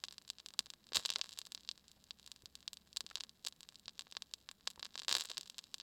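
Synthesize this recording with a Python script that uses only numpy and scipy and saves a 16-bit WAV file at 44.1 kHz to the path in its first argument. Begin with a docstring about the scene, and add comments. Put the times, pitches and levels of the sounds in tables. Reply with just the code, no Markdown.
"""A still, snowy forest; the microphone is close to a small flame boiling resin among stones on a log.
From the start, tiny bursts sizzle over faint air and a far hum, and gas pockets burst as sharp pops,
each thrown back by stones, log and ground within about 6 ms. From 0.5 s the flame puffs now and then.
Near 1 s the resin boils over amid a flurry of pops, then calms. The hum is strongest around 3 s.
Just after 5 s comes a second flurry with a softer, longer spurt, while the hum fades."""
import sys
import numpy as np
from scipy import signal
from scipy.fft import rfft, irfft
from scipy.io import wavfile

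SR = 44100
rng = np.random.default_rng(int(sys.argv[2]) if len(sys.argv) > 2 else 0)


def dump_mix(stems):
    """Bounce the given channels to the path in sys.argv[1] as a 16-bit WAV at rate SR."""
    frames = np.atleast_2d(stems).T  # one column per channel
    limited = np.clip(frames, -1, 1)  # hard clip at full scale
    pcm = np.round(limited * 32767).astype(np.int16)
    wavfile.write(sys.argv[1], SR, pcm)


N = 256662

# Colour of still air and microphone hiss: (frequency [Hz], relative level [dB])
AIR_SPECTRUM = [(20, -3.5), (50, 0.5), (120, -1), (210, 4), (330, -5), (900, -13.5), (2000, -18.5),
                (4000, -24.5), (9000, -24), (14500, -19.5), (16500, -29)]
# Swell of the far hum: (time [s], level [dB])
HUM_LEVELS = [(0, -86), (1.3, -87.5), (1.7, -83), (3.1, -78), (3.6, -97), (4.3, -82.5), (5.82, -101.5)]
# Colour of one bursting gas pocket: (frequency [Hz], relative level [dB])
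BURST_SPECTRUM = [(100, -30.5), (300, -14.5), (1000, 1.5), (2000, 3), (3000, 11.5), (4000, 14), (6000, 12),
                  (7500, 11.5), (9000, -1.5), (10500, 0), (13000, -10), (16500, -14.5)]
# The resin boils over: (start [s], sizzle level at the source [dB], length [s])
BOIL_OVERS = [(0.937, -38, 0.06), (5.074, -50, 0.19)]
# Bounces off log, stones and ground: (delay [ms], signed gain [ratio])
NEAR_ECHOES = [(.59, .04), (.76, .08), (1.04, .09), (1.13, .05), (1.38, -.05), (1.68, -.09), (1.95, -.07),
               (2.74, -.055), (2.93, .1), (3.29, .045), (3.76, .04), (4.01, .035), (4.44, -.075),
               (4.65, -.045), (5.17, .05), (5.4, .08), (5.69, -.025), (6.17, -.025)]
# Ringing air between the stones: (frequency [Hz], resonance gain [dB], time to fall 60 dB [s])
HOLLOW_MODES = [(466, 4.5, 0.015), (1091, 0, 0.032), (1642, 2.5, 0.014)]
# Larger gas pockets: (time [s], body level at the source [dB], thump re body [dB], tick re body [dB])
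GAS_POPS = [(0.039, -24.0, -12.5, -21), (0.0473, -38.5, -14, -20), (0.0509, -38.5, -22, -14),
            (0.0847, -32, -17.5, -31), (0.1099, -40.5, -15, -19), (0.1254, -40.0, -13.5, -9),
            (0.1821, -33.0, -18, -19), (0.2503, -49, -12, -38), (0.278, -43.5, -14, -12),
            (0.28, -45.0, -19, -10), (0.2911, -41.5, -19, -16), (0.3016, -24, -19, -15.5),
            (0.3851, -38.5, -18, -26), (0.397, -47, -14, -17), (0.4008, -38, -14, -26),
            (0.4616, -31.0, -17, -15.5), (0.4867, -36, -21, -15), (0.5057, -44.5, -9, -17),
            (0.5384, -40.0, -13, -13), (0.5921, -15, -19, -15), (0.6058, -39.5, -10, -16),
            (0.6599, -39.5, -17, -15), (0.667, -42.5, -9, -24), (0.7027, -30.5, -19.5, -15.5),
            (0.7372, -37.5, -11.5, -18), (0.8419, -49.5, -22, -23), (0.8687, -46.5, -12.5, -13),
            (0.89, -46.5, -21, -24), (0.9212, -38.5, -2.5, -34), (0.9337, -29.5, -11, -18),
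            (0.9476, -23.5, -21, -15), (0.9514, -24.5, -12.5, -18), (0.9564, -18, -17, -17),
            (0.9598, -20, -12.5, -12), (0.9699, -15.0, -12.5, -16), (0.9965, -35, -6, -17),
            (1.0097, -48.0, -17, -7), (1.0133, -55, -21, -7), (1.0284, -50, -22, -34),
            (1.0363, -44, -28, -16), (1.0483, -49, -22, -13), (1.0519, -22.5, -13, -34),
            (1.0539, -31.5, -19, -13), (1.0593, -20, -16.5, -14.5), (1.0626, -29.5, -18, -17),
            (1.084, -37, -28, -18), (1.0922, -25, -16, -34), (1.1029, -18.5, -15.5, -15),
            (1.118, -31, -15, -30), (1.1254, -30.0, -20, -31), (1.1375, -31.5, -22, -15),
            (1.1538, -42.0, -16, -13), (1.1596, -17.5, -15, -30), (1.1854, -37, -17, -7),
            (1.193, -37.5, -6, -19), (1.2142, -17.5, -22.5, -33), (1.238, -45, -20, -6),
            (1.2425, -36.5, -7, -18), (1.2539, -47.0, -13, -15), (1.2594, -43, -9, -14),
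            (1.268, -49, -8, -9), (1.2924, -35.5, -16, -13), (1.3096, -46, -18, -8),
            (1.3208, -40, -19, -20), (1.3287, -37.0, -21, -14), (1.336, -42, -20, -10),
            (1.3755, -37.5, -11.5, -19), (1.382, -46, -19, -15), (1.3888, -27.5, -17, -6),
            (1.4162, -32.5, -16.5, -20), (1.4534, -40, -24, -12), (1.464, -47, -18, -1),
            (1.4693, -39, -11.5, -11), (1.521, -30.5, -20, -13), (1.5488, -27, -21, -16),
            (1.5768, -38.5, -12.5, -40), (1.608, -47, -26, -12), (1.6341, -47, -22, -21),
            (1.6497, -45.5, -14, -29), (1.6763, -42.0, -23, -27), (1.6902, -22.5, -20, -31),
            (1.7138, -29.5, -23, -20), (1.7776, -44.5, -13, -15), (1.8816, -43.5, -28, -13),
            (1.9161, -45, -21, -8.5), (2.041, -47.5, -19, -7), (2.1084, -28.5, -18, -35),
            (2.1971, -45.5, -11, -13), (2.229, -49, -20, -16), (2.2633, -39.5, -20, -9.5),
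            (2.2761, -39.5, -12.5, -13), (2.3172, -32.0, -21.5, -14), (2.362, -43.5, -14.5, -13),
            (2.458, -33.5, -20, -18), (2.5544, -34.0, -19.5, -12.5), (2.6058, -48, -19, -12),
            (2.628, -45.5, -13, -25), (2.6789, -23.5, -20.5, -27), (2.7323, -32.5, -19, -7.5),
            (2.7407, -46, -29, -5), (2.7713, -37.5, -18.5, -15), (2.9298, -40, -32, -18),
            (2.9633, -31.5, -16, -13), (2.9708, -21.0, -22, -14.5), (3.0073, -26, -12.5, -13),
            (3.0651, -33, -17, -18), (3.091, -47.5, -19, -24), (3.1012, -41, -14, -14),
            (3.112, -43.5, -1, -22), (3.1561, -21.5, -18.5, -22), (3.172, -36, -10, -22),
            (3.1785, -43.5, -15, -18), (3.1824, -41, -13, -25), (3.2028, -38.5, -18, -17),
            (3.2075, -25, -18, -24), (3.2369, -31, -16.5, -17), (3.2943, -39, -24, -19),
            (3.4446, -44.5, -21, -12), (3.4496, -29, -19, -16), (3.4639, -40, -16, -9),
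            (3.4663, -26, -22.5, -12), (3.4713, -23.0, -15, -17), (3.4843, -34.5, -18, -5),
            (3.525, -42, -12.5, -20), (3.6071, -38.5, -17, -11), (3.6313, -39, -17.5, -13),
            (3.6892, -36, -15, -16), (3.7452, -49.5, -15, -13), (3.757, -38.5, -33, -22),
            (3.7965, -48.5, -22, -7), (3.8578, -39.5, -28, -26), (3.8814, -28, -13.5, -39),
            (3.8938, -39, -16, -26), (3.9796, -46.5, -17, -24), (3.9936, -27.5, -15, -16),
            (4.0096, -35.0, -16, -20), (4.0204, -42, -14, -13), (4.0699, -48.5, 1, -41),
            (4.1133, -43, -22, -9), (4.1243, -34.5, -12.5, -22), (4.1518, -41.5, -7.5, -38),
            (4.1687, -24.5, -10, -31), (4.2222, -28.5, -16, -17.5), (4.3381, -25.0, -22, -17),
            (4.4897, -30.5, -10.5, -32), (4.5136, -38.5, -8.5, -6.5), (4.6718, -40.5, -9, -38),
            (4.6748, -19.5, -11.5, -20), (4.7031, -39, -20, -5), (4.7071, -44, -14, -16),
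            (4.7121, -44, -13, -6), (4.7594, -47, -9, -12), (4.7954, -39, -6, -11.5),
            (4.7984, -39.5, -28, -24), (4.8288, -26, -11.5, -50), (4.8488, -36.5, -15, -8.5),
            (4.8546, -31, -12, -31), (4.865, -39.5, -9, -16), (4.943, -42, -19, -32),
            (4.9559, -29, -8.5, -26), (4.9779, -29, -17, -27), (4.9871, -37, -16, -18),
            (4.9938, -30, -16, -19), (4.9987, -28.5, -24, -27), (5.0194, -35.5, -6.5, -19),
            (5.034, -37, -17, -17), (5.048, -36.5, -12.5, -17), (5.0829, -16.5, -14.5, -28),
            (5.0934, -21.5, -11, -14), (5.1019, -32, -5, -12), (5.1051, -39, -10, -26),
            (5.1093, -37, -7, -24), (5.1137, -18.5, -13, -29.5), (5.1267, -15.5, -14, -14),
            (5.1422, -25.0, -14, -20), (5.145, -37, -16, -24), (5.1519, -15.5, -10.5, -16.5),
            (5.1668, -36, -4, 5), (5.1673, -23.0, -9, -22), (5.1714, -27, -11, -18), (5.1839, -29, -11, -8),
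            (5.1977, -28, -15, -21), (5.202, -35.0, -12, -5), (5.2093, -23.5, -15.5, -11),
            (5.2173, -32.5, -15, -24), (5.2213, -28.5, -15, -24), (5.2384, -46, -5, 5),
            (5.25, -37.5, -12, -25), (5.2521, -46, 2, -4), (5.2555, -33.5, -14, -6),
            (5.272, -46.0, -22, -19), (5.2886, -38, -19, -21), (5.2986, -34, -13, -22),
            (5.3018, -31.0, -12, -13), (5.3156, -28.0, -13, -24), (5.3348, -43, -17, -27),
            (5.3464, -47, -14, -14), (5.3716, -25.5, -16, -37), (5.38, -24.0, -16.5, -13.5),
            (5.3961, -47, -15, -28), (5.4009, -50, -13, -29), (5.411, -34, -17, -9),
            (5.4319, -38, -18, -24), (5.4586, -45, -14, -15), (5.4627, -47, -11, -20),
            (5.4738, -50, -28, -11), (5.4765, -41.5, -17, -15), (5.4994, -32.5, -19.5, -12.5),
            (5.5449, -45.5, -11, -28), (5.5829, -31.5, -18.5, -9), (5.5906, -29, -17.5, -23),
            (5.6407, -40.0, -18, -18), (5.743, -25.5, -16.5, -15.5), (5.783, -43, -21, -12),
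            (5.8005, -31.5, -15.5, -27), (5.8112, -37.0, -23, -42)]
# Puffs and spits of gas: (time [s], peak level [dB], pitch [Hz], length [s])
GAS_PUFFS = [(.54, -56.5, 980, 0.0074), (0.594, -54, 109, 0.014), (0.92, -47.5, 390, 0.003),
             (0.964, -48, 110, 0.022), (0.982, -50.5, 422, 0.017), (1.16, -55, 503, 0.033),
             (1.157, -36, 1720, 0.0057), (1.19, -52, 500, 0.013), (1.964, -62, 75, 0.017),
             (1.965, -69, 520, 0.013), (2.434, -55.5, 91, 0.0076), (3.041, -55, 132, 0.0075),
             (3.112, -42, 1560, 0.0034), (3.179, -55, 950, 0.0066), (3.447, -56, 388, 0.01),
             (3.86, -64, 91.5, 0.017), (4.773, -59.5, 111, 0.027), (4.776, -52, 800, 0.0046),
             (5.102, -52.5, 145, 0.061), (5.149, -51.5, 422, 0.037), (5.297, -53.5, 450, .02),
             (5.375, -54.5, 270, 0.018)]
# Faint difference between left and right by frequency: (frequency [Hz], side re middle [dB])
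SIDE_LEVELS = [(60, -35), (240, -37.5), (950, -54), (3770, -36), (15000, -30)]

LEAD = 64  # samples kept ahead of a pulse
SIMMER_DB = -81.5  # the sizzle at its calmest


def gain_of(db):
    """Decibels as an amplitude factor."""
    return 10 ** (np.asarray(db) / 20)


def unit_rms(x):
    """The signal scaled to an RMS of 1."""
    return x / np.sqrt(np.mean(x ** 2) + 1e-20)


def spectrum_gain(points, hz):
    """Gain along a dB curve on a log frequency axis."""
    corner_hz, db = np.transpose(points)
    return gain_of(np.interp(np.log(hz + 1), np.log(corner_hz + 1), db))


def coloured_noise(gain):
    """Steady noise with the given gain at each frequency."""
    return unit_rms(irfft(rfft(rng.standard_normal(N)) * gain, N))


def forest():
    """Still air and microphone hiss, with a far hum that swells and wavers in pitch."""
    air_db, hum_hz, waver_hz = -74.5, 65.2, 1.1
    hz = np.fft.rfftfreq(N, 1 / SR)
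    air = coloured_noise(spectrum_gain(AIR_SPECTRUM, hz))
    drift = coloured_noise(1 / (1 + (hz / 3.1) ** 2))
    hum = np.sqrt(2) * np.sin(2 * np.pi * np.cumsum(hum_hz + waver_hz * drift) / SR)
    hum_db = np.interp(np.arange(N) / SR, *np.transpose(HUM_LEVELS))
    return gain_of(air_db) * air + gain_of(hum_db) * hum


def burst_bands():
    """One gas pocket's pressure pulse, split low to high into thump, body, edge and tick of peak 1."""
    rise_hz = 4600  # a pocket needs a moment to open, which rounds the pulse above this
    crossovers_hz = (2368, 6140, 9600)
    hz = np.fft.rfftfreq(2048, 1 / SR)
    gain = spectrum_gain(BURST_SPECTRUM, hz)
    sudden = np.log(gain) + (hz / rise_hz) ** 2  # the colour without the rounded opening
    mirrored = np.r_[sudden, sudden[-2:0:-1]]
    phase = -signal.hilbert(mirrored).imag[:len(hz)]  # the shortest pulse of that colour
    thump, below_edge, below_tick = (1 / (1 + (hz / f) ** 12) for f in crossovers_hz)
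    shares = np.array([thump, below_edge - thump, below_tick - below_edge, 1 - below_tick])
    bands = irfft(-gain * np.exp(1j * phase) * shares)
    bands = np.roll(bands, LEAD, axis=1)[:, :8 * LEAD]
    return bands / abs(signal.hilbert(bands)).max(axis=1)[:, None]


def bursts(at, size, thump_db, tick_db):
    """Gas pockets burst at the given samples, each with its own balance of the four bands."""
    edge_db = -0.5 + 0.54 * tick_db  # a sharp burst has more tick, and its edge follows
    body_db = np.zeros_like(size)
    trains = np.zeros((4, N))
    np.add.at(trains, (slice(None), at), size * gain_of([thump_db, body_db, edge_db, tick_db]))
    bands = burst_bands()
    crest = abs(signal.hilbert(bands[1])).argmax()
    return signal.oaconvolve(trains, bands, axes=1).sum(0)[crest:][:N]


def boil():
    """How hard the resin boils: a calm simmer, sudden spurts and their slow aftermath."""
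    surge_s, spurt_fall_db = 0.025, 23
    after_db, calming_db_per_s = -65.5, 38.5
    level = np.full(N, gain_of(SIMMER_DB))
    for start, db, length in BOIL_OVERS:
        since = np.maximum(np.arange(N) / SR - start, 0)
        surge = np.minimum(since / surge_s, 1) ** 2
        spurt = gain_of(db - spurt_fall_db * since / length)
        aftermath = gain_of(after_db - calming_db_per_s * since)
        level += surge * (spurt + aftermath)
    return level


def sizzle():
    """Countless tiny bursts that swell and sharpen as the resin boils, and a few stray larger ones."""
    fine_per_s, stray_per_s, stray_db = 1000, 22, -60
    chance, scale = rng.random(N), rng.exponential(1, N)
    thump, sharpness = rng.standard_normal((2, N))
    level = boil()
    fine = gain_of(4.05 * np.minimum(scale, 4)) * (chance < fine_per_s / SR)
    fine = level * unit_rms(fine) / np.linalg.norm(burst_bands()[1])
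    stray = gain_of(stray_db + 3.23 * np.minimum(scale, 3)) * (chance > 1 - stray_per_s / SR)
    above_simmer_db = 20 * np.log10(level) - SIMMER_DB
    tick_db = -17 + 5.6 * sharpness + 0.12 * above_simmer_db
    return bursts(np.arange(N), fine + stray, thump_db=-15 + 6.8 * thump, tick_db=tick_db)


def stone_hollow(x):
    """On the way to the microphone: a stone wall, single echoes, ringing air and a faint scatter."""
    wall_ms, wall_gain = 0.2455, 0.35  # the stone just behind the flame
    scatter_db, scatter_t60_s = -15.5, 0.047  # bark and twigs farther off
    t = np.arange(SR // 10) / SR
    wall = np.sinc(t[:64] * SR) + wall_gain * np.sinc((t[:64] - wall_ms / 1000) * SR)
    rough = signal.lfilter([1, -.5], 1, rng.standard_normal(len(t)))  # small surfaces return treble best
    scatter = rough * gain_of(-60 * t / scatter_t60_s) * (t > .0006)
    path = gain_of(scatter_db) * scatter / np.linalg.norm(scatter)
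    path[0] = 1  # the direct sound
    for ms, gain in NEAR_ECHOES:
        path += gain * np.sinc((t - ms / 1000) * SR)
    for hz, db, t60 in HOLLOW_MODES:
        decay = gain_of(-60 * t / t60)
        path += gain_of(db) * decay * np.cos(2 * np.pi * hz * t) / decay.sum() * 2
    return signal.oaconvolve(x, np.convolve(path, wall))[:N]


def pops():
    """Larger pockets burst, each at its own spot and so tinted by a close bounce of its own."""
    max_bounce_ms, max_bounce_gain = .35, 0.29
    times, db, thump_db, tick_db = np.transpose(GAS_POPS)
    lateness, strength = rng.random((len(times), 2)).T
    bounce_times = times + (.2 + .8 * lateness) * max_bounce_ms / 1000
    bounce_size = gain_of(db) * max_bounce_gain * (2 * strength - 1)
    at = np.round(np.r_[times, bounce_times] * SR).astype(int)
    return bursts(at, np.r_[gain_of(db), bounce_size], np.tile(thump_db, 2), np.tile(tick_db, 2))


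def puffs():
    """The flame puffs gas: short gusts of noise around a loose pitch, quick to rise, slower to die."""
    out = np.zeros(N)
    t = np.arange(SR // 5) / SR
    for start, db, hz, length in GAS_PUFFS:
        band = signal.butter(2, [max(0.71 * hz - 50, 20), 1.34 * hz + 90], "band", fs=SR)
        noise = signal.lfilter(*band, rng.standard_normal(2 * len(t)))[len(t):]
        age = t / length * 3
        gust = noise * age * np.exp(-age)
        span = out[round(start * SR):][:len(t)]
        span += (gain_of(db) * gust / abs(gust).max())[:len(span)]
    return out


def scene():
    """All comes from in front of the microphone; the sound is nearly mono and centred."""
    middle = stone_hollow(pops() + sizzle()) + puffs() + forest()
    width = spectrum_gain(SIDE_LEVELS, np.fft.rfftfreq(N, 1 / SR))
    side = irfft(rfft(middle) * width * 1j, N)  # a quarter turn of phase: neither side is louder
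    return np.array([middle + side, middle - side])


def record(dry):
    """The recorder cuts off the highest treble."""
    cutoff_hz = 16800
    lowpass = signal.firwin(511, cutoff_hz, window=("kaiser", 9), fs=SR)
    return signal.oaconvolve(dry, lowpass[None], "same")


dry = scene()
out = record(dry)
dump_mix(out)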